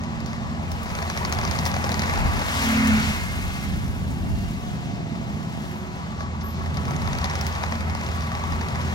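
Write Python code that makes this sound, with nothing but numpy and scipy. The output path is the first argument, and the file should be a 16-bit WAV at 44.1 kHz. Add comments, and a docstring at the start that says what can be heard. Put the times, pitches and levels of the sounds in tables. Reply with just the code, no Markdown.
"""Cleared lot: a tracked forestry mulcher works some way off to the left, heard at two microphone ports.
Diesel: tones at multiples of the firing rate over a throbbing noise drone. Drum: hum and howls on turn orders.
Brush: shaped noise for shredding, bursts for snaps. Tracks clank as decaying modes and squeak as narrow noise.
Fluttering tones make the whines and a low hum. Wind rumbles as low noise, mostly different at each port.
"""
import sys
import numpy as np
from scipy import signal
from scipy.fft import rfft, irfft
from scipy.io import wavfile
from scipy.ndimage import uniform_filter1d

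SR = 44100
rng = np.random.default_rng(int(sys.argv[2]) if len(sys.argv) > 2 else 0)


def store_wav(level_fs):
    """Save 16-bit WAV to argv[1]."""
    pcm = np.round(np.clip(np.atleast_2d(level_fs), -1, 1) * 32767)
    wavfile.write(sys.argv[1], SR, pcm.T.astype(np.int16))


N = 394254
T = np.arange(N) / SR
HZ = np.fft.rfftfreq(N, 1 / SR)

# Engine: t/s, firing rate f/Hz, firing-tone level/dB
THROTTLE = [(0, 84.2, -42), (.7, 82.2, -36.5), (1.35, 82.3, -33), (1.6, 84.1, -33), (2.9, 83.7, -31),
            (3.4, 81, -40), (4.4, 77, -40), (5.1, 75.9, -65), (6.25, 81.8, -34.5), (7.2, 81.55, -31.5),
            (8.94, 81.6, -30)]
# Exhaust lines: multiple of firing rate, level/dB (firing tone itself at +2.5)
EXHAUST_ORDERS = [(.75, -7), (1, 2.5), (1.25, -12), (1.5, -9.5), (2, -12), (2.75, -18), (3.75, -32),
                  (4.75, -21.5)]


def diesel():
    """Exhaust tones at multiples of the four-cylinder firing rate."""
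    firing_hz, level_db = curves(THROTTLE)
    tones = stack(firing_hz, EXHAUST_ORDERS, flutter=0.31, flutter_hz=9.1)
    return amp(level_db - 2.5) * tones  # offsets the +2.5 dB of order 1


# Exhaust and chassis roar spectrum: f/Hz, relative density/dB
DRONE_COLOUR = [(40, -42), (65, -1.5), (100, -2), (150, 1.5), (225, -1.5), (262, -8.5), (305, -14.5),
                (375, -14.5), (470, -21.5), (800, -17.5), (2000, -75)]
DRONE_DB, DRONE_SWELL_DB = -31, 2  # mean level, rms drift


def drone():
    """Rough low roar of exhaust and chassis, throbbing at the firing rate."""
    firing_hz = curves(THROTTLE)[0]
    throb = 1 + 0.54 * np.cos(2 * np.pi * np.cumsum(firing_hz) / SR)
    roar = unit(colour(hiss() * throb, DRONE_COLOUR))
    return amp(DRONE_DB + DRONE_SWELL_DB * wander(1.27)) * roar


# Drum, slowed by the ground: t/s, turning rate f/Hz
DRUM_SPEED = [(0, 38.4), (1.1, 37), (2.6, 37.6), (2.72, 37.1), (2.88, 36.3), (3.1, 36.1), (3.25, 31.3),
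              (4.5, 32), (7, 38.4), (8.94, 37.8)]
# Drum hum lines: multiple of turning rate, level/dB relative to the hum
DRUM_ORDERS = [(3, -13), (6, -0.5), (8, -33), (10, -24)]
# Howls as teeth dig in: peak t/s, rise/s, fall/s, multiple of turning rate, level/dB
HOWLS = [(0.068, 0.17, 0.36, 6, -40), (2.71, .07, .19, 6, -23.5), (2.945, .1, .06, 6, -19.5),
         (3.09, .04, .06, 6, -30), (2.87, .24, .08, 7, -25.5), (3.045, .03, .03, 7, -30.5),
         (3.15, .03, .04, 7, -35.5)]
DRUM_HUM_DB, DRUM_DEEP_DB = -44, 3.5  # hum gain, gain added at full depth in soil


def drum():
    """Turn orders hum, louder in soil; two orders howl as the teeth dig in."""
    turns_hz = curves(DRUM_SPEED)[0]
    depth = curves(DEPTH)[0]
    hum = stack(turns_hz, DRUM_ORDERS, flutter=0.28, flutter_hz=2.7)
    out = amp(DRUM_HUM_DB + DRUM_DEEP_DB * depth) * hum
    for order in sorted({round(row[3]) for row in HOWLS}):
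        level = sum(amp(db) * swell(s, rise, fall)
                    for s, rise, fall, k, db in HOWLS if round(k) == order)
        out += level * stack(turns_hz, [(order, 0)], flutter=0.07, flutter_hz=11)
    return out


# Chips on the hood, spectrum: f/Hz, relative density/dB
HOOD_COLOUR = [(200, -29), (380, -7.5), (480, -5.5), (650, -0.5), (800, -0.5), (950, -0.5), (1130, -1.5),
               (1400, -12), (2050, -8), (2500, -24), (4000, -79)]
# Wood grinding, spectrum: f/Hz, relative density/dB
GRIND_COLOUR = [(800, -16), (1300, -0.5), (1650, 2), (1970, 0.5), (2130, 2.5), (2320, 0), (2600, 0),
                (3000, -12.5), (4500, -62)]
# Brush tearing, spectrum: f/Hz, relative density/dB
SHRED_COLOUR = [(1500, -22), (2800, 5.5), (3500, 3), (4300, 1), (5200, -1), (6500, -4), (7600, -4.5),
                (10000, -28)]
# Chip spray, spectrum: f/Hz, relative density/dB
CHIP_COLOUR = [(3000, -20), (6000, -3), (7600, 0), (9000, -1.5), (10200, -6), (12000, -2), (13500, -6),
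               (16000, -9)]
# Fine chips flying clear of the hood: t/s, level/dB before the feed drift
SPRAY = [(0, -67), (0.6, -61), (0.95, -50.5), (2.4, -45.5), (2.65, -38), (3.1, -42.5), (3.3, -45.5),
         (4.0, -53), (4.55, -54), (5.0, -63), (5.65, -55.5), (6.3, -68.5), (6.85, -54), (8.94, -53.5)]
# Hiss bursts as the head meets the ground: peak t/s, rise/s, fall/s, gain on the tearing/dB
SCRAPES = [(2.59, 0.13, 0.12, 4), (3.11, 0.25, 0.07, 1.8)]


def shredding():
    """Teeth tear brush once a turn; wood grinds, chips rattle the hood and spray out."""
    turns_hz = curves(DRUM_SPEED)[0]
    bite = 1 + 0.024 * np.cos(2 * np.pi * np.cumsum(turns_hz) / SR)
    hit_gain = amp(3.3 * np.minimum(rng.exponential(1, N), 4.5))
    hits = (rng.random(N) < 420 / SR) * hit_gain  # 420 hits/s
    grain_power = signal.lfilter([1], [1, -np.exp(-1 / (0.0034 * SR))], hits ** 2)
    grains = unit(np.sqrt(grain_power))

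    rattle = hiss() * bite * (1 + 0.25 * grains)
    hood = unit(colour(rattle, HOOD_COLOUR)) + 0.32 * panels(rattle)
    hood = patchy(hood, depth_db=0.57, size=(2, 14))
    grind = colour(hiss() * bite * (1 + 0.11 * grains), GRIND_COLOUR)
    grind = patchy(grind, depth_db=1.5, size=(2, 12))
    shred = colour(hiss() * bite * (1 + 0.1 * grains), SHRED_COLOUR)
    shred = patchy(shred, depth_db=0.9, size=(9, 5))
    chips = unit(colour(hiss() * (1 + 0.96 * grains), CHIP_COLOUR))

    feed = amp(0.7 * wander(3.8))  # brush enters in clumps
    scrape = amp(sum(db * swell(s, rise, fall) for s, rise, fall, db in SCRAPES))
    clatter = effort(level_db=-32.5, per_load=0.7, deep_db=-4.5) * hood
    grinding = effort(level_db=-37, per_load=1.0, deep_db=2.2) * grind
    tearing = scrape * effort(level_db=-41, per_load=0.72, deep_db=1.8) * shred
    spray = amp(curves(SPRAY)[0]) * chips
    return clatter + grinding + feed * (tearing + spray)


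# Steel hood panels: f/Hz, width/Hz, mean level/dB before normalising
HOOD_MODES = [(670, 13, -19), (810, 16, 1), (973, 34, -0.5), (1151, 27, 4), (1304, 29, 2.5), (1460, 40, -2)]
PANEL_SWING_DB, PANEL_SWING_HZ = 3.5, 2.1  # rms and rate of each panel's drift


def panels(rattle):
    """Hood panels take turns to ring as chips land on one or another; rms 1."""
    out = 0
    for hz, width_hz, db in HOOD_MODES:
        share = amp(db + PANEL_SWING_DB * wander(PANEL_SWING_HZ))
        out = out + share * np.sqrt(width_hz) * ring(rattle, [(hz, width_hz, 0)])
    return unit(out)


# Stem crack spectrum, also the swishes: f/Hz, relative density/dB
CRACK_COLOUR = [(1200, -18), (2050, 2), (2800, -9), (3700, -.5), (4250, -1), (5000, 1), (6600, -4),
                (7700, -20), (8800, -16), (12000, -19), (16000, -27)]
# Stem knock on the hood, spectrum: f/Hz, relative density/dB
KNOCK_COLOUR = [(250, -22), (480, -3), (720, 4), (1100, 0), (1450, -5), (2000, -.5), (2400, -6),
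                (3000, -22), (6000, -40)]
# Bright dry ticks: t/s, relative level/dB
TICKS = [(0.26, -50), (0.716, -41), (0.8314, -41), (1.324, -34), (1.6532, -34), (1.665, -33),
         (2.8726, -30.5), (7.4104, -40.5), (7.466, -36)]
# Tick spectrum: f/Hz, relative density/dB
TICK_COLOUR = [(3000, -0.5), (8000, -3), (12000, -10), (16000, -2)]
# Brush swishing in the drum: peak t/s, rise/s, fall/s, level/dB
SWISHES = [(.28, .03, .08, -48), (.905, .03, .02, -44), (6.205, .012, .035, -46),
           (6.412, .006, .022, -44.5), (6.56, .05, .09, -51)]


def snapping():
    """Stems crack, splinter and knock on the hood; fine chips tick and brush swishes."""
    out = np.zeros((2, N))
    times, crack_db, knock_db = breaks()
    for s, db in zip(*splinters(times, crack_db)):
        crack = burst(CRACK_COLOUR, peak_s=.0012, tail_db=-13, tail_s=.013, spread_db=1.6)
        add(out, s, amp(db) * crack)
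    for s, db in zip(times, knock_db):
        knock = burst(KNOCK_COLOUR, peak_s=.0018, tail_db=-9, tail_s=.016, spread_db=1.6)
        add(out, s, amp(db) * knock)
    tick = decays(*np.transpose(TICKS), fall_s=.0015, tail_db=-8, tail_s=0.014, rise_s=0.0001)
    ticks = amp(10.5) * colour(hiss() * tick, TICK_COLOUR)
    swish = sum(amp(db) * swell(s, rise, fall) for s, rise, fall, db in SWISHES)
    return out + ticks + swish * colour(hiss(), CRACK_COLOUR)


# Loud stem snaps, often in quick even runs: t/s, crack level/dB, hood knock level/dB
SNAPS = [(0.0355, -42.0, -38.0), (0.2029, -41.5, -44.0), (0.2598, -40.5, -43.0), (0.33, -42.5, -34.5),
         (0.717, -39.0, -42.5), (0.9507, -34.0, -33.0), (1.0245, -35.5, -28.5), (1.0989, -31.0, -26.5),
         (1.1737, -30.0, -28.5), (1.249, -26.5, -28.0), (1.3239, -26.5, -25.0), (1.3862, -31.0, -26.5),
         (1.4122, -35.5, -30.0), (1.4361, -36.5, -37.5), (1.4501, -29.0, -27.0), (1.475, -32.0, -29.0),
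         (1.5109, -27.5, -31.0), (1.5525, -40.5, -33.0), (1.5618, -35.0, -33.5), (1.5873, -28.5, -29.0),
         (1.6531, -29.5, -37.5), (1.6605, -31.0, -26.5), (1.6665, -33.5, -29.5), (1.7145, -34.5, -32.0),
         (1.7399, -32.5, -26.5), (1.7639, -36.5, -26.0), (1.8407, -32.0, -24.5), (1.8475, -37.0, -29.5),
         (1.8911, -31.5, -28.5), (1.917, -28.0, -31.5), (1.9415, -30.0, -28.5), (1.9928, -29.0, -34.0),
         (2.0183, -29.0, -27.0), (2.0587, -38.0, -35.5), (2.0951, -36.0, -25.0), (2.1365, -35.0, -29.5),
         (2.1744, -36.0, -29.5), (2.3929, -34.5, -33.5), (2.4184, -35.5, -31.0), (2.4832, -34.5, -26.5),
         (6.2054, -45.0, -32.0), (6.6595, -43.0, -36.5), (6.7423, -43.0, -43.5), (6.7698, -35.5, -32.0),
         (6.8526, -41.5, -37.5), (6.8805, -43.0, -33.0), (6.9074, -38.0, -31.5), (6.9628, -36.0, -38.5),
         (7.0187, -39.0, -33.5), (7.0741, -35.0, -30.0), (7.1299, -35.0, -31.5), (7.1853, -33.0, -32.0),
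         (7.2417, -27.5, -27.0), (7.2976, -34.5, -33.0), (7.3534, -31.5, -34.0), (7.4103, -31.5, -30.5),
         (7.4657, -32.0, -30.0), (7.5245, -40.5, -40.0), (7.551, -38.0, -32.5), (7.6363, -33.5, -24.0),
         (7.7216, -36.0, -24.5), (7.753, -40.5, -36.0), (7.8064, -38.0, -35.0), (7.8967, -38.5, -37.0),
         (7.9491, -37.0, -29.0), (8.0633, -37.0, -41.0), (8.2065, -38.0, -41.5), (8.3502, -38.0, -33.5),
         (8.4375, -40.5, -28.5), (8.5213, -40.0, -30.5), (8.6096, -37.5, -28.5), (8.6844, -38.5, -34.5),
         (8.7554, -40.5, -33.0), (8.8136, -38.5, -39.5)]
TWIGS_PER_S, TWIG_DB, TWIG_SPREAD_DB = 26, -42, 1.5  # at working load, head above soil
TWIG_KNOCK_DB = 9  # relative to the crack
IDLE_LOAD_DB = -48.5  # no twigs break below this


def breaks():
    """All breaks as (t/s, crack/dB, knock/dB): loud snaps plus random twigs that thicken with load."""
    load_db = curves(LOAD)[0] - WORKING_LOAD_DB
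    clear = np.clip(1 - curves(DEPTH)[0], 0, 1) ** 2
    rate_hz = TWIGS_PER_S * (1 + load_db / (WORKING_LOAD_DB - IDLE_LOAD_DB)) * clear
    twig = rng.random(N) < rate_hz / SR
    twig_db = TWIG_DB + 0.5 * load_db + TWIG_SPREAD_DB * rng.standard_normal(N)
    twig_db = twig_db[twig]
    twigs = zip(T[twig], twig_db, twig_db + TWIG_KNOCK_DB)
    return np.transpose(list(SNAPS) + list(twigs))


SPLINTER_GAP_S, SPLINTER_DB, SPLINTER_SPREAD_DB = .006, -13, 4  # mean gap, offset, spread scale


def splinters(s, crack_db):
    """Each crack sets off two, 9 to 16 dB weaker, as the last fibres part; all as (t/s, level/dB)."""
    delays_s = np.cumsum(rng.exponential(SPLINTER_GAP_S, size=(len(s), 2)), axis=1)
    spread_db = SPLINTER_SPREAD_DB * rng.uniform(-0.69, 1, delays_s.shape)
    levels_db = crack_db[:, None] + SPLINTER_DB + spread_db
    return np.append(s, s[:, None] + delays_s), np.append(crack_db, levels_db)


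# Drum load, wood being chewed: t/s, load level/dB
LOAD = [(0, -50), (0.7, -48), (1.05, -43), (1.45, -40), (1.8, -40.5), (2.15, -36.5), (2.42, -38),
        (2.75, -31.5), (3.05, -34.5), (3.27, -42.5), (3.55, -44.5), (4.0, -51.5), (5.3, -51), (6.45, -51),
        (7.3, -41.5), (8.15, -44.5), (8.94, -43)]
# Head in the soil: t/s, depth (0-1)
DEPTH = [(2.35, 0), (2.9, 0.96), (3.6, 0.92), (5, 0.7), (6.2, 0.05)]
WORKING_LOAD_DB = -40.5


def effort(level_db, per_load, deep_db):
    """Gain following load (dB per dB about working load) and soil depth (dB at full depth)."""
    load_db = curves(LOAD)[0] - WORKING_LOAD_DB
    return amp(level_db + per_load * load_db + deep_db * curves(DEPTH)[0])


# Track link drops: t/s, relative level/dB
CLANKS = [(6.205, -39), (6.435, -39.5), (6.604, -40), (6.768, -42), (6.876, -39), (7.047, -40),
          (7.215, -39), (8.143, -42.5), (8.47, -42), (8.522, -39), (8.78, -42.5)]
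# Link modes: f/Hz, relative level/dB, t60/s
LINK_MODES = [(670, -18, 0.16), (1052, -19, 0.085), (1120, 5, 0.26), (1320, -3.5, 0.27), (1690, -3.5, 0.21)]


def tracks():
    """Steel links drop onto rollers: decaying modes, detuned per drop, with a chattering level."""
    out, t = np.zeros(N), np.arange(SR // 3) / SR
    for s, db in CLANKS:
        clank = 0
        for hz, mode_db, t60_s in LINK_MODES:
            decay = amp(db + 3.5 + mode_db - 60 * t / t60_s)
            cycles = hz * rng.normal(1, 0.0085) * t + rng.random()
            clank = clank + decay * np.sin(2 * np.pi * cycles)
        part = out[round(s * SR):][:len(t)]
        part += (clank * (1 - np.exp(-t / 0.0013)))[:len(part)]
    return out * unit(1 + 0.6 * wander(45))


# Thin high squeaks: t/s, level/dB, length/s
SQUEAKS = [(1.66, -52, .07), (1.95, -54, .08), (2.45, -50, .06), (5.65, -63, .3), (6.43, -47, .13),
           (7.46, -55, .1)]
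# Squeak resonance, first row; the other rows are too weak to hear: f/Hz, width/Hz, relative level/dB
SQUEAK_MODES = [(12650, 290, 32), (12900, 140, -24), (14600, 130, -44)]


def squeaks():
    """Thin, very high squeaks: noise in one narrow resonance near 12.65 kHz."""
    level = 0
    for s, db, length_s in SQUEAKS:
        progress = np.clip((T - s) / length_s, 0, 1)
        level = level + amp(db) * np.sin(np.pi * np.sqrt(progress))
    return level * ring(hiss(), SQUEAK_MODES)


# Drive motor, singing as the machine turns: t/s, f/Hz, level/dB before flutter
DRIVE_MOTOR = [(3.9, 655, -62), (4.2, 664, -50), (4.43, 688, -47.5), (4.62, 716, -46.5), (4.8, 723, -46),
               (4.97, 703, -42), (5.17, 668, -47), (5.36, 665, -48.5), (5.5, 675, -54), (6.05, 702, -49),
               (6.25, 700, -73)]
# Steady or gliding whines, and a low hum near 1.75 times the firing rate:
# peak t/s, rise/s, fall/s, f/Hz at peak, glide/(Hz/s), level/dB before flutter
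WHINES = [(3.0, .35, .6, 2135, -40, -41), (1.25, 0.39, .4, 371.6, 0, -47), (5.78, .18, .2, 363, 70, -44),
          (6.6, .4, .4, 374, 0, -50), (7.0, .25, .7, 143.5, -3.5, -36), (8.9, 0.54, .3, 379, -5.5, -47)]
DRIVE_FLUTTER, WHINE_FLUTTER = .48, .7


def whines_and_hum():
    """Fluttering tones: the drive motor sings, steady or gliding whines and a low hum swell and fade."""
    paths = np.array([wander(30) + 1j * wander(28) for path in range(2)])
    motor_hz, motor_db = curves(DRIVE_MOTOR)
    out = amp(motor_db) * whine(motor_hz, DRIVE_FLUTTER * paths)
    for s, rise, fall, hz, glide_hz_per_s, db in WHINES:
        tone = whine(hz + glide_hz_per_s * (T - s), WHINE_FLUTTER * paths)
        out += amp(db) * swell(s, rise, fall) * tone
    return out


# Thin squeal: peak t/s, rise/s, fall/s, f/Hz, level/dB
SQUEAL = (4.43, .22, .12, 2770, -56.5)


def squeal():
    """One faint fluttering tone, alike at both ports, swells and fades as the machine turns."""
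    s, rise, fall, hz, db = SQUEAL
    tone = stack(np.full(N, hz), [(1, 0)], flutter=0.45, flutter_hz=14)
    return amp(db) * swell(s, rise, fall) * tone


# Wind rumble spectrum: f/Hz, relative density/dB
WIND_COLOUR = [(15, -45), (26, -20), (38, 0.5), (62, -0.5), (95, 1), (150, -10.5), (250, -14), (400, -25),
               (900, -93)]
# Breeze under the gusts: t/s, level/dB before the lumpy drift
BREEZE = [(0, -38.5), (2.2, -36), (4.45, -33), (4.9, -41), (5.4, -51), (6.8, -38), (8.94, -48)]
# Gusts: peak t/s, level/dB before the lumpy drift, half length/s
GUSTS = [(1.431, -31.5, 0.21), (2.264, -25, 0.22), (3.195, -33.5, 0.6), (3.774, -34, 0.091),
         (4.308, -26, 0.32), (7.1, -30, 0.11), (8.518, -28, .07)]
# Buffets: t/s, peak level/dB
BUFFETS = [(1.44, -24), (2.265, -14.5)]
BUFFET_HZ, BUFFET_S = 80, .014  # tone, half length


def wind():
    """Lumpy rumble, mostly different per port: breeze, gusts and buffets that reach both."""
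    rumble = unit(colour(hiss() + 0.18 * rng.standard_normal(N), WIND_COLOUR))
    power = amp(curves(BREEZE)[0]) ** 2
    for s, db, half_s in GUSTS:
        power = power + (amp(db) * swell(s, half_s, half_s)) ** 2
    out = np.sqrt(power) * amp(1.9 * wander(4.6)) * rumble
    for s, db in BUFFETS:
        thump = swell(s, BUFFET_S, BUFFET_S) * np.cos(2 * np.pi * BUFFET_HZ * (T - s))
        out += amp(db) * thump
    return out


# Machine phase at the ports: f/Hz, lead of left/rad
LEAD = [(20, -0.5), (250, 0.1), (650, 1.55), (2100, 2.4), (2900, 3.4), (4500, 5.6), (6600, 7.7), (9000, 11),
        (12000, 13.2), (16000, 18.5)]
# Machine noise shared by the ports: f/Hz, likeness (0-1)
LIKENESS = [(60, .2), (140, .6), (260, .78), (800, .88), (1600, .74), (2400, .76), (4200, .45), (6500, .5),
            (8000, .65), (12000, .85)]
# Machine level at the ports: f/Hz, left minus right level/dB
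TILT = [(330, -1.5), (500, -0.5), (770, 5), (1170, 4), (1790, 0), (2740, 0.5), (4190, 3.5), (6410, 6),
        (9000, 3), (15000, -2)]


def ports(tones, noises):
    """Machine at the ports: left mostly leads and is mostly louder; noise arrives partly scattered."""
    direct, (first, second) = rfft(tones), rfft(noises)
    same, tilt_db = np.clip(over_hz(LIKENESS), 0, 1), over_hz(TILT)
    left = (direct + first) * amp(tilt_db / 2)
    scattered = same * first + np.sqrt(1 - same ** 2) * second
    right = (direct + scattered) * amp(-tilt_db / 2) * np.exp(-1j * over_hz(LEAD))
    return irfft(np.array([left, right]), N)


def amp(db):
    """Decibels to gain."""
    return 10 ** (np.asarray(db) / 20)


def unit(x):
    """Scales to rms 1."""
    return x / np.sqrt(np.mean(x ** 2) + 1e-20)


def curves(rows):
    """Each column of a timed table at every sample."""
    s, *columns = np.transpose(rows)
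    return [np.interp(T, s, c) for c in columns]


def over_hz(points, hz=HZ):
    """Reads a table on a logarithmic frequency axis."""
    f, value = np.transpose(points)
    return np.interp(np.log(hz + 1), np.log(f + 1), value)


def colour(x, points):
    """Filters by a spectrum; white noise keeps its power."""
    return irfft(rfft(x) * unit(amp(over_hz(points))), N)


def wander(rate_hz):
    """Random drift below about rate_hz; rms 1."""
    return unit(irfft(rfft(rng.standard_normal(N)) / (1 + (HZ / rate_hz) ** 4), N))


def hiss():
    """Two unrelated white noises."""
    return rng.standard_normal((2, N))


def swell(peak_s, rise_s, fall_s):
    """Smooth rise to 1 and smooth fall."""
    return np.exp(-((T - peak_s) / np.where(T < peak_s, rise_s, fall_s)) ** 2)


def patchy(x, depth_db, size):
    """Random patches in time and frequency come and go; rms 1."""
    z = signal.stft(x, nperseg=512)[2]
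    field = uniform_filter1d(rng.standard_normal(z.shape[1:]), size[0], axis=0)
    field = unit(uniform_filter1d(field, size[1], axis=1))
    return unit(signal.istft(z * amp(depth_db * field), nperseg=512)[1][:, :N])


def stack(rate_hz, orders, flutter, flutter_hz):
    """Multiples of a rate, each fluttering in strength and phase on its way through the air."""
    angle = 2 * np.pi * np.cumsum(rate_hz) / SR
    starts = rng.uniform(0, 2 * np.pi, len(orders))
    lines = 0
    for (k, db), start in zip(orders, starts):
        in_phase = (1 + flutter * wander(flutter_hz)) * np.cos(k * angle + start)
        quadrature = flutter * wander(flutter_hz) * np.sin(k * angle + start)
        lines = lines + amp(db) * (in_phase + quadrature)
    return lines * np.sqrt(2 / (1 + 2 * flutter ** 2))  # rms 1 for a 0 dB line


def whine(hz, flutter):
    """A tone heard over two fluttering paths."""
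    cycles = np.cumsum(hz) / SR + rng.random()
    return ((1 + flutter) * np.exp(2j * np.pi * cycles)).real


def ring(x, modes):
    """Passes x through narrow resonances; rms 1."""
    response = sum(amp(db) / (1 + ((HZ - hz) / (width / 2)) ** 2) for hz, width, db in modes)
    return unit(irfft(rfft(x) * response, N))


def decays(times, levels_db, fall_s, tail_db, tail_s, rise_s):
    """Envelope of sharp bursts, each with its scatter off ground and brush."""
    t, power = np.arange(SR // 5) / SR, np.zeros(N)
    fall = np.exp(-2 * t / fall_s) + amp(tail_db) ** 2 * np.exp(-2 * t / tail_s)
    shape = (1 - np.exp(-t / rise_s)) ** 2 * fall
    for s, db in zip(times, levels_db):
        part = power[max(round(s * SR), 0):][:len(t)]
        part += amp(db) ** 2 * shape[:len(part)]
    return np.sqrt(power)


def add(mix, s, sound):
    """Mixes a sound in at a time."""
    part = mix[:, round(s * SR):][:, :sound.shape[1]]
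    part += sound[:, :part.shape[1]]


BURST_S = .006  # opening that sets a burst's level


def burst(spectrum, peak_s, tail_db, tail_s, spread_db, size=4096):
    """Sharp noise burst of its own colour plus scatter off ground and brush; opening rms 1."""
    t, hz = np.arange(size) / SR, abs(np.fft.fftfreq(size, 1 / SR))
    shape = (t / peak_s * np.exp(1 - t / peak_s)) ** 2
    shape += amp(tail_db) * np.exp(-t / tail_s) * (t > peak_s)
    own = [(f, db + spread_db * rng.standard_normal()) for f, db in spectrum]
    log_gain = np.log(amp(over_hz(own, hz)))
    causal = np.exp(np.conj(signal.hilbert(log_gain)))  # minimum phase
    noise = shape * rng.standard_normal((2, size))
    x = np.fft.ifft(np.fft.fft(noise) * causal).real
    return x / np.std(x[:, t < BURST_S])


def scene():
    """The machine across the lot, and wind at the microphone."""
    tones = diesel() + drum() + tracks()
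    noises = drone() + shredding() + snapping() + squeaks() + whines_and_hum()
    return ports(tones, noises) + squeal() + wind()


EDGE_HZ = 15950


def record(dry):
    """The recorder's band limit: linear-phase low-pass."""
    lowpass = signal.firwin(511, EDGE_HZ, window=("kaiser", 9), fs=SR)
    return signal.oaconvolve(dry, lowpass[None], "same", axes=1)


dry = scene()
out = record(dry)
store_wav(out)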